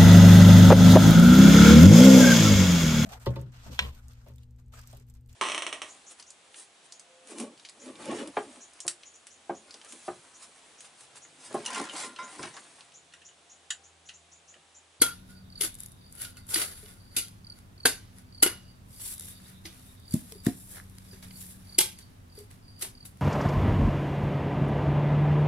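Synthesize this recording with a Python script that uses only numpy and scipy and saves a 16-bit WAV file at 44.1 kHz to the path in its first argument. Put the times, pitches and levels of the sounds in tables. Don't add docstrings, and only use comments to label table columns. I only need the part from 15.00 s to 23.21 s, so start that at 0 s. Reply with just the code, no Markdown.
import sys
import numpy as np
from scipy import signal
from scipy.fft import rfft, irfft, next_fast_len
from scipy.io import wavfile
from scipy.ndimage import uniform_filter1d, map_coordinates

SR = 44100
rng = np.random.default_rng(int(sys.argv[2]) if len(sys.argv) > 2 else 0)


def inscribe(sig):
    pcm = np.round(np.clip(np.atleast_2d(sig).T, -1, 1) * 32767)
    wavfile.write(sys.argv[1], SR, pcm.astype(np.int16))


def invert_db(x):
    u = np.asarray(x, float) / 20
    return 10 ** u


N = 362061
NEAR_LAG_SAMPLES = 2


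def unit(x):
    return x / np.sqrt(np.mean(x ** 2) + 1e-20)


def along(points, hz):
    f, v = np.transpose(points)
    return np.interp(np.log(hz + 1), np.log(f + 1), v)


def curve(rows):
    s, value = np.transpose(rows)
    return np.interp(np.arange(N) / SR, s, value)


def filtered(x, response):
    m = next_fast_len(N + 8192)
    return irfft(rfft(x, m) * response(np.fft.rfftfreq(m, 1 / SR)), m)[..., :N]


def add(out, s, piece):
    i = round(s * SR)
    out[:, max(i, 0):max(i + piece.shape[1], 0)] += piece[:, max(-i, 0):N - i]


def echoes(x, t60_s, apart):
    decay = invert_db(-60 * np.arange(SR // 4) / SR / t60_s)
    common, *own = rng.standard_normal((3, SR // 4)) * decay
    tail = common + apart * np.array(own)
    tail = tail / np.linalg.norm(tail[0])
    late = np.pad(x, ((0, 0), (300, 0)))
    return signal.fftconvolve(late, tail, axes=1)[:, :x.shape[1]]


def narrow(hz, width_hz, alike):
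    noise = rng.standard_normal((2, N))
    mid, side = filtered(noise, lambda f: 1 / (1 + ((f - hz) / width_hz) ** 2))
    return unit(mid + np.sqrt((1 - alike) / (1 + alike)) * side * [[1], [-1]])


def air():
    # Hz, level in dB per Hz.
    spectrum = [(15, -47), (25, -7.5), (64, -12), (96, -3.5), (130, -14), (190, -12.5), (315, -22),
                (470, -27), (1000, -28), (2250, -35), (6000, -41), (10000, -43.5), (15700, -48)]
    # Hz, left-right correlation.
    likeness = [(60, 1), (240, 0.55), (950, -0.44), (3770, 0.12), (15000, 0.052)]

    def mid_side(hz):
        turn = np.arccos(np.clip(along(likeness, hz), -1, 1)) / 2
        return invert_db(along(spectrum, hz)) * [np.cos(turn), np.sin(turn)]

    mid, side = filtered(rng.standard_normal((2, N)), mid_side)
    return invert_db(-53.5) * unit(np.array([mid + side, mid - side]))


def machine():
    # time in seconds, tone level in dB.
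    load = [(0.0, -62.5), (0.43, -52.5), (0.77, -65), (1.23, -69), (3.61, -60.5), (4.0, -68), (4.54, -54.5),
            (4.96, -66.5), (5.55, -56), (6.14, -57.5), (6.28, -49.5), (7.31, -69.5), (8.2, -62.5)]
    tone_db = curve(load)
    drone_db = -59.5 + 0.19 * (tone_db - tone_db.mean())
    drone = narrow(105, 37, alike=1.0) + invert_db(-3.5) * narrow(92, 6.4, alike=1.0)
    wander_rad = 0.01185 / 6 * rng.standard_normal(N)
    tone = np.sin(2 * np.pi * np.cumsum(186 / SR + wander_rad))
    return invert_db(drone_db) * drone + invert_db(tone_db + 2) * tone + invert_db(-68.5) * narrow(253, 1.9, alike=1.0)


def far_insect():
    # time in seconds, level in dB.
    level = [(0.0, -63), (0.32, -70.5), (0.82, -64), (2.31, -87.5), (4.0, -81.5), (4.18, -61),
             (5.84, -76.5), (6.21, -74.5), (7.38, -82), (8.2, -86.5)]
    breaks = map_coordinates(rng.standard_normal(400), [np.arange(N) * 32 / SR]).clip(-3, 1)
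    return invert_db(curve(level) - 2.5 + 4 * breaks) * narrow(3700, 190, alike=0.073)


def cricket():
    # first pulse in seconds, level in dB, pitch in Hz.
    chirps = [(-.07, -50, 4760), (.298, -64, 4760), (0.504, -48.5, 4740), (0.99, -62, 4780),
              (1.324, -65, 4790), (1.704, -66, 4770), (1.98, -65, 4800), (2.056, -60.5, 4800),
              (2.448, -45.5, 4740), (2.781, -44.5, 4630), (3.27, -66.5, 4760), (3.327, -52, 4750),
              (3.627, -66.5, 4850), (3.909, -62, 4970), (4.299, -62, 4770), (4.391, -73, 4870),
              (4.98, -64, 4800), (5.058, -50.5, 4790), (5.329, -60, 4840), (6.06, -59, 4960),
              (6.285, -57, 4720), (6.62, -66, 4750), (6.673, -51.5, 4770), (6.954, -60, 4740),
              (7.302, -58, 4830), (7.628, -61.5, 4850), (7.709, -65, 4850), (7.954, -50.5, 4760)]
    # delay in seconds, level in dB, length in seconds.
    wing = [
        (0, -9.5, .006),
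        (0.025, -5, .0105),
        (0.056, -3, .011),
        (0.077, -1.5, .0115),
    ]
    direct, far = np.zeros((2, N)), np.zeros((2, N))
    for start_s, db, hz in chirps:
        echo_db = -62 + .25 * (db + 55) - db
        for delay_s, stroke_db, length_s in wing:
            pitch, size, *teeth = rng.standard_normal(8)
            t = np.arange(0, length_s, 1 / SR)
            phase = 2 * np.pi * (hz * t - 16000 * t ** 2) * (1 + .008 * pitch) + [[-1.9], [0]]
            tone = np.sin(phase) + invert_db(-14.5) * np.sin(2 * phase)
            uneven_db = 2.2 * size + 2.3 * np.interp(5 * t / length_s, np.arange(6), teeth)
            swell = np.sin(np.pi * (t / length_s) ** 0.83).clip(0) ** 0.6
            stroke = invert_db(db + stroke_db + uneven_db + 9.0) * swell * tone
            stroke_s = start_s + delay_s - length_s / 2
            add(direct, stroke_s, stroke)
            add(far, stroke_s, invert_db(echo_db) * stroke)
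    return direct + echoes(far, t60_s=0.28, apart=3)


def grit(colour, share, lag, lumps, patchy_db):
    common, *own = lumps * rng.standard_normal((3, len(lumps)))
    shared = np.array([np.roll(common, lag), common])
    pair = np.sqrt(share) * shared + np.sqrt(1 - share) * np.array(own)
    hz, _, z = signal.stft(pair, SR, nperseg=512)
    field = uniform_filter1d(rng.standard_normal(z.shape[1:]), size=2, axis=0)
    field = uniform_filter1d(field, size=12, axis=1)
    z = z * invert_db(along(colour, hz)[:, None] + patchy_db * unit(field))
    return unit(signal.istft(z, nperseg=512)[1][:, :N])


def contact_noise(shares, lag, spike_db, patchy_db):
    # Hz, level in dB per Hz.
    body = [(210, -44.5), (350, -4), (388, -4.5), (728, -8), (1610, -6), (2300, -9), (2990, -34),
            (5060, -120)]
    # Hz, level in dB per Hz.
    rasp = [(1060, -40.5), (1800, -16.5), (1970, -0.5), (3780, 2.5), (4610, 1.5), (6500, -0.5), (8450, -38),
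            (14300, -120)]
    # Hz, level in dB per Hz.
    rustle = [(2650, -36), (4500, -11), (6740, -5.5), (7450, 0), (11100, 2), (12300, -0.5), (15800, -11)]
    lumps = invert_db(spike_db * unit(uniform_filter1d(rng.standard_normal(N + 512), size=200)))
    breaks = (rng.random(N + 512) < 120 / SR) * rng.exponential(0.61, N + 512)
    lumps = lumps * (1 + signal.lfilter([1], [1, -np.exp(-1 / (0.000092 * SR))], breaks))
    ranges = zip((body, rasp, rustle), shares)
    return [grit(colour, share, lag, lumps, patchy_db) for colour, share in ranges]


def scrape():
    # peak in seconds, level in dB, brightness in dB, rise in seconds, fall in seconds.
    drags = [(.306, -60.5, 7, 0.05, 0.098), (.6, -62, 6, 0.056, .1), (0.647, -37.5, 8.5, 0.047, 0.063),
             (.8, -56.5, 12, 0.057, 0.25), (1.225, -48, 11.5, 0.12, 0.12), (1.24, -53, 6, 0.087, 0.074),
             (1.375, -60.5, 7, 0.02, 0.091), (1.505, -42, 20, 0.035, 0.072), (1.535, -41.5, 8, 0.051, 0.4),
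             (1.574, -35.5, 9, 0.028, 0.07), (1.62, -37, 5.5, 0.03, 0.051), (1.896, -62.5, 4, 0.079, 0.095),
             (2.155, -61.5, 2, 0.06, 0.13), (2.584, -68.5, 2.5, 0.12, .12), (3.194, -64, 3.5, 0.11, 0.066),
             (5.78, -63, -8, 0.12, 0.068), (6.135, -66, -1, .025, .07), (6.229, -56, 1.5, 0.0091, 0.08),
             (6.992, -55.5, 9, .01, 0.067), (7.101, -76.5, 0.5, .2, 0.29), (7.51, -62, 4, 0.014, 0.12),
             (7.796, -55, 12, .015, 0.033), (7.815, -42.5, 10.5, .012, 0.087)]
    swishes = [(3.93, -60.5, 15, 0.1, .15), (4.005, -51.5, 18.5, .015, .1), (4.065, -43, 20, 0.13, 0.18),
               (4.135, -47.5, 16.5, 0.13, 0.037), (4.212, -52, 17, 0.013, 0.16),
               (4.3, -50.5, 18, .1, 0.084), (4.5, -60, 6.5, 0.32, .15), (4.66, -52.5, 5.5, .02, 0.069),
               (4.75, -62.5, 6.5, 0.2, 0.5), (5.146, -46, 16.5, 0.073, .14), (5.3, -57.5, 14, 0.13, 0.24),
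               (5.464, -45.5, 7, 0.029, .12), (5.6, -55, 43, 0.17, 0.27), (5.712, -51, 39, 0.055, 0.13),
               (6.1, -63.5, 7.5, 0.63, 0.56), (6.415, -48, 21.5, 0.15, 0.12),
               (6.505, -53.5, 22, 0.076, 0.11), (5.77, -57, 36, 0.036, 0.04), (4.88, -63.5, 23, .12, 0.13),
               (6.74, -63, 5.5, 0.38, 0.11), (7.394, -56.5, 11, .08, 0.1),
               (8.054, -48, 20.5, 0.0081, 0.071), (8.2, -73, 4, 0.205, .2)]
    drop_db, roundness = 26, 1.14
    force = np.zeros((3, N))
    for s, db, bright_db, rise_s, fall_s in drags + swishes:
        t = np.arange(-2 * rise_s, 2 * fall_s, 1 / SR)
        away = np.where(t < 0, -t / rise_s, t / fall_s)
        stroke = invert_db(db - drop_db * away ** roundness)
        add(force, s + t[0], invert_db([[3.0 - bright_db], [2 - 0.57 * bright_db], [1]]) * stroke)
    noise = contact_noise((.5, .25, .2), lag=24, spike_db=1.5, patchy_db=2.0)
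    return np.sum(force[:, None] * noise, axis=0)


def stamps():
    # time in seconds, level in dB, pitch in Hz, width in seconds.
    pushes = [
        (5.144, -11, 188, 0.0021),
        (5.169, -26, 200, 0.0028),
        (5.471, -7, 199, 0.0014),
    ]
    out = np.zeros((2, N))
    u = np.arange(-.02, .02, 1 / SR)[None]
    for s, db, hz, width_s in pushes:
        swing = np.cos(2 * np.pi * hz * u) - np.exp(-.5 * (2 * np.pi * hz * width_s) ** 2)
        add(out, s - .02, -invert_db(db) * np.exp(-.5 * (u / width_s) ** 2) * swing)
    return out


def rings():
    # time in seconds, Hz, level in dB.
    knocks = [(0.016, 298, -19.5), (0.017, 474, -29), (0.608, 412, -35.5), (0.635, 322, -38),
              (1.56, 325, -34), (1.83, 423, -46), (2.168, 343, -41), (2.167, 249.5, -39), (2.17, 445, -44),
              (2.853, 255, -21.5), (2.855, 290, -19), (2.853, 446, -19), (2.853, 748, -26),
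              (3.427, 304, -22), (3.426, 423, -24), (3.46, 366, -20.5), (4.65, 330, -43), (5.153, 253, -22),
              (5.14, 622, -42), (5.466, 715, -36), (5.32, 439, -46.5), (5.354, 398, -42.5),
              (5.483, 251, -16), (6.13, 386, -47), (6.784, 371, -22), (6.808, 142, -37.5),
              (7.378, 408, -40.5), (7.405, 427, -49), (7.83, 375, -40.5)]
    # time in seconds, Hz, level in dB.
    clinks = [(.0175, 10600, -5), (.0195, 10500, -8), (.018, 9100, -15), (.018, 1500, -17),
              (.04, 3500, -24), (1.5425, 4700, -17), (1.195, 7700, -42), (1.2, 2870, -45),
              (1.214, 10900, -33), (1.225, 2850, -43), (1.25, 3750, -40), (1.36, 3000, -48),
              (1.37, 4300, -44), (1.372, 2700, -46), (1.558, 1900, -23), (1.617, 3700, -28),
              (1.64, 2750, -35), (1.862, 3000, -47), (2.8545, 1620, -8), (2.858, 1750, -14),
              (2.856, 3800, -17), (2.855, 4760, -12), (2.858, 10400, -18), (3.426, 10600, -7),
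              (3.431, 11000, -7), (3.463, 10500, -18), (3.472, 10500, -21), (4.656, 2000, -38),
              (5.465, 1880, -32), (6.14, 2700, -53), (6.17, 2200, -53), (6.226, 3900, -43),
              (6.228, 2300, -48), (6.249, 3700, -47), (6.31, 2050, -45), (6.435, 1800, -52),
              (6.545, 1700, -54), (6.787, 2100, -30), (6.788, 4850, -12), (6.786, 7300, -16),
              (6.787, 10300, -14)]
    # time in seconds, Hz, level
    # in dB.
    chimes = [(0.022, 1403, -27.5), (.018, 3320, -31.5), (1.213, 1500, -51), (1.25, 1420, -49),
              (1.367, 1430, -55), (1.365, 2030, -60), (2.166, 1406, -41), (2.865, 1530, -32.5),
              (5.83, 97, -45), (5.895, 91, -40), (6.26, 96, -42), (2.855, 3660, -34.5), (3.43, 1430, -32),
              (3.433, 2900, -32.5), (6.79, 870, -37.5), (6.791, 1570, -38.5), (6.79, 3320, -30)]
    # time in seconds, Hz, level in dB.
    sings = [(.29, 1444, -58.5), (1.148, 1420, -60), (1.362, 1410, -65), (1.9, 1410, -64),
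             (2.47, 1403, -69), (3.5, 2900, -54)]
    # time in seconds, level in dB.
    snaps = [(4.008, -46), (4.4, -38), (4.465, -49), (4.52, -54), (5.7696, -30), (5.7828, -26),
             (5.7998, -22), (5.466, -17.5), (6.31, -52)]
    modes = []
    for rows, t60_s in ((sings, 0.6), (clinks, 0.025), (chimes, 0.24)):
        modes += [(*row, t60_s) for row in rows]
    modes += [(s, hz, db, 0.074 * 2 ** (-(db + 30.0) / 19)) for s, hz, db in knocks]
    modes += [(s, 1700, db, .005) for s, db in snaps]
    out = np.zeros((2, N))
    for s, hz, db, t60_s in modes:
        steps, knots = rng.standard_normal(SR // 2), rng.standard_normal(64)
        t = np.arange(0, min(1.2 * t60_s, .49), 1 / SR)
        drift = .045 * np.sqrt(hz / 1000) * np.cumsum(steps[:len(t)])
        flutter_db = 4.5 * np.interp(t * 70, np.arange(64), knots) * np.minimum(t * 50, 1)
        phase = 2 * np.pi * hz * (t - [[NEAR_LAG_SAMPLES / SR], [0]]) + drift
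        onset = 1 - np.exp(-t / 0.001)
        add(out, s, invert_db(db + flutter_db - 60 * t / t60_s) * onset * np.sin(phase))
    return out


def strikes():
    # time in seconds, peak in dB, body in dB, brightness in dB,
    # crunch in dB over the peak.
    stone_blows = [(0.0184, -5.5, -13.5, -12, -3.5), (0.6106, -18, -27, -10.5, 1),
                   (0.636, -25, -12, -12, -4), (1.2496, -28, -45, -21, 0), (1.543, -10, -27, -12, -7),
                   (1.559, -15, -18, -21, -6), (1.6156, -22, -16, -16, -9), (2.168, -19.5, -28, -11.5, 8),
                   (2.857, -4, -14, -14, -2), (3.4271, -6, -15, -10, -4.5), (3.4618, -15, -5, -27.5, -6.5),
                   (4.6558, -28, -23, -39, 2.5), (6.786, -5.5, -31, -8.5, -5.5),
                   (6.8078, -15.5, -19.5, -11.5, 1.5), (7.8233, -23.5, -18, -8, 1),
                   (7.848, -39, -8, -27, 0), (8.054, -31, -13, -24, -23)]
    # time in seconds, peak in dB, brightness in dB.
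    pebbles = [(0.743, -51, 8), (0.7515, -52, 8), (.7868, -54, 8), (.919, -55.5, 6), (1.152, -49, 3),
               (1.4674, -55, 5), (4.0194, -38, 0), (4.139, -38.5, 1), (4.18, -40, 0), (4.2569, -44, 0),
               (4.418, -54, 0), (4.483, -50, 0), (4.728, -44, -9), (4.9987, -52, 2), (5.1229, -42, 5),
               (5.4367, -50, 4), (5.8385, -58, 2), (5.8972, -52, 3), (5.953, -56, 3), (6.0915, -46, -6),
               (6.2345, -37, -18), (8.0595, -48, 4), (8.207, -58, 2.5), (0.8035, -34.5, 1),
               (0.834, -40, 1.5), (0.8605, -42, 5), (1.125, -44.5, 2), (1.37, -38, -8.5), (1.4903, -31, -9),
               (1.559, -30, -15), (1.6911, -50, 4), (1.86, -32.5, -30.5), (2.283, -39, -16),
               (2.588, -41.5, -12.5), (3.184, -41, -9), (3.998, -32.5, -10.5), (4.1967, -29, -2),
               (4.2083, -31, -8), (5.139, -25.5, -0.5), (5.322, -23.5, -14), (5.449, -49, 12),
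               (5.4656, -20, -10), (1.717, -67, -3), (5.109, -43, 3), (5.9836, -30, -13),
               (6.2267, -35, -18), (6.3093, -28.5, -31), (6.988, -32, -10), (7.3512, -52, -2),
               (7.389, -39.5, -3), (7.5118, -36, -11.5), (8.1718, -47, -7)]
    # time in seconds, peak in dB, brightness in dB.
    cracks = [(0.023, -14.5, -13), (0.0276, -17.5, -21), (0.6197, -21, -4), (.649, -23, -12),
              (1.2127, -33, -1), (1.2185, -31, 1), (1.538, -21, -11), (1.581, -24, -17), (1.6235, -21, -14),
              (1.628, -24, -14), (2.1696, -27, -11), (2.173, -24, -13), (2.186, -18, -12),
              (2.8613, -13.5, -15), (2.8657, -18, -10), (3.432, -8.5, -10.5), (3.4338, -14, -9.5),
              (3.4735, -24.5, -11), (6.79, -9, -13), (6.8045, -19, -12.5), (6.812, -16.5, -15),
              (7.8272, -28.5, -8)]
    settle_t60_s, settle_db, settle_dull_db = 0.71, -24, -9.5
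    force = np.zeros((3, 1, N))
    blows = [(*blow, .2, .0025) for blow in stone_blows]
    ticks = [(s, db, -16.5, bright_db, -16, .06, .0015) for s, db, bright_db in pebbles + cracks]
    for s, db, body_db, bright_db, crunch_db, t60_s, contact_s in blows + ticks:
        t = np.arange(-.008, 2 * t60_s, 1 / SR)
        crack = np.exp(-((t - .001) / np.where(t < .001, .0012, contact_s)) ** 2)
        cut_in_db = 8000 * np.minimum(t + .002, 0)
        crunch = invert_db(crunch_db - 60 * np.maximum(t, 0) / t60_s + cut_in_db)
        settle = invert_db(crunch_db + settle_db - 60 * t / settle_t60_s + cut_in_db)
        tones_db = (body_db + 8.0, 0, bright_db + 16.0)
        for layer, tone_db, dull_db in zip(force, tones_db, (0, 0, settle_dull_db)):
            push = crack + crunch + invert_db(dull_db) * settle
            add(layer, s - .008, invert_db(db - 20 + tone_db) * push[None])
    grains = contact_noise((.8, .4, .3), NEAR_LAG_SAMPLES, spike_db=0.74, patchy_db=2.5)
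    noise = np.sum(force * grains, axis=0)
    return filtered(noise, lambda hz: 1 / (1 + (hz / 14000) ** 11))


def blade(x):
    # centre in Hz, width in Hz, level in dB.
    resonances = [(1478, 59, 3.5), (2056, 56, -4), (2870, 41, 0), (3560, 60, -7), (4580, 370, -4.5),
                  (6820, 260, -2.5), (7440, 170, -5.5), (9360, 150, -2), (10470, 420, 1.5), (10800, 90, -3)]

    def response(f):
        total = 1
        for centre, width, db in resonances:
            total = total + invert_db(db) * 1j * f * width / (centre ** 2 - f * f + 1j * f * width)
        return total

    return filtered(x, response)


def scene():
    contact = strikes() + scrape()
    free_blade = np.arange(N) < 3.8 * SR
    shovel = blade(contact * free_blade) + invert_db(1.0) * contact * ~free_blade
    hits = rings() + stamps()
    hits = hits + invert_db(-12.5) * echoes(hits, t60_s=0.25, apart=0.74)
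    return shovel + hits + cricket() + air() + machine() + far_insect()


def low_pass(x):
    return signal.sosfilt(signal.butter(12, 16660, fs=SR, output="sos"), x)


def record(dry):
    # Hz, left-right difference in dB.
    ports = [(60, -.5), (550, 1.5), (1650, -1), (3200, -3.5), (4900, -2), (8000, 0.5), (10500, 4.5),
             (13000, -3.5)]

    def port_response(hz):
        cavity_db = 4 / (1 + ((hz - 10600) / 1200) ** 2)
        return invert_db(cavity_db + along(ports, hz) * [[.5], [-.5]])

    coloured = filtered(dry, port_response)
    rounded = coloured / (1 + np.abs(coloured / .82) ** 6) ** (1 / 6)
    return low_pass(filtered(rounded, lambda hz: 1 / (1 + (hz / 15800) ** 80)))


dry = scene()
out = record(dry)
inscribe(out)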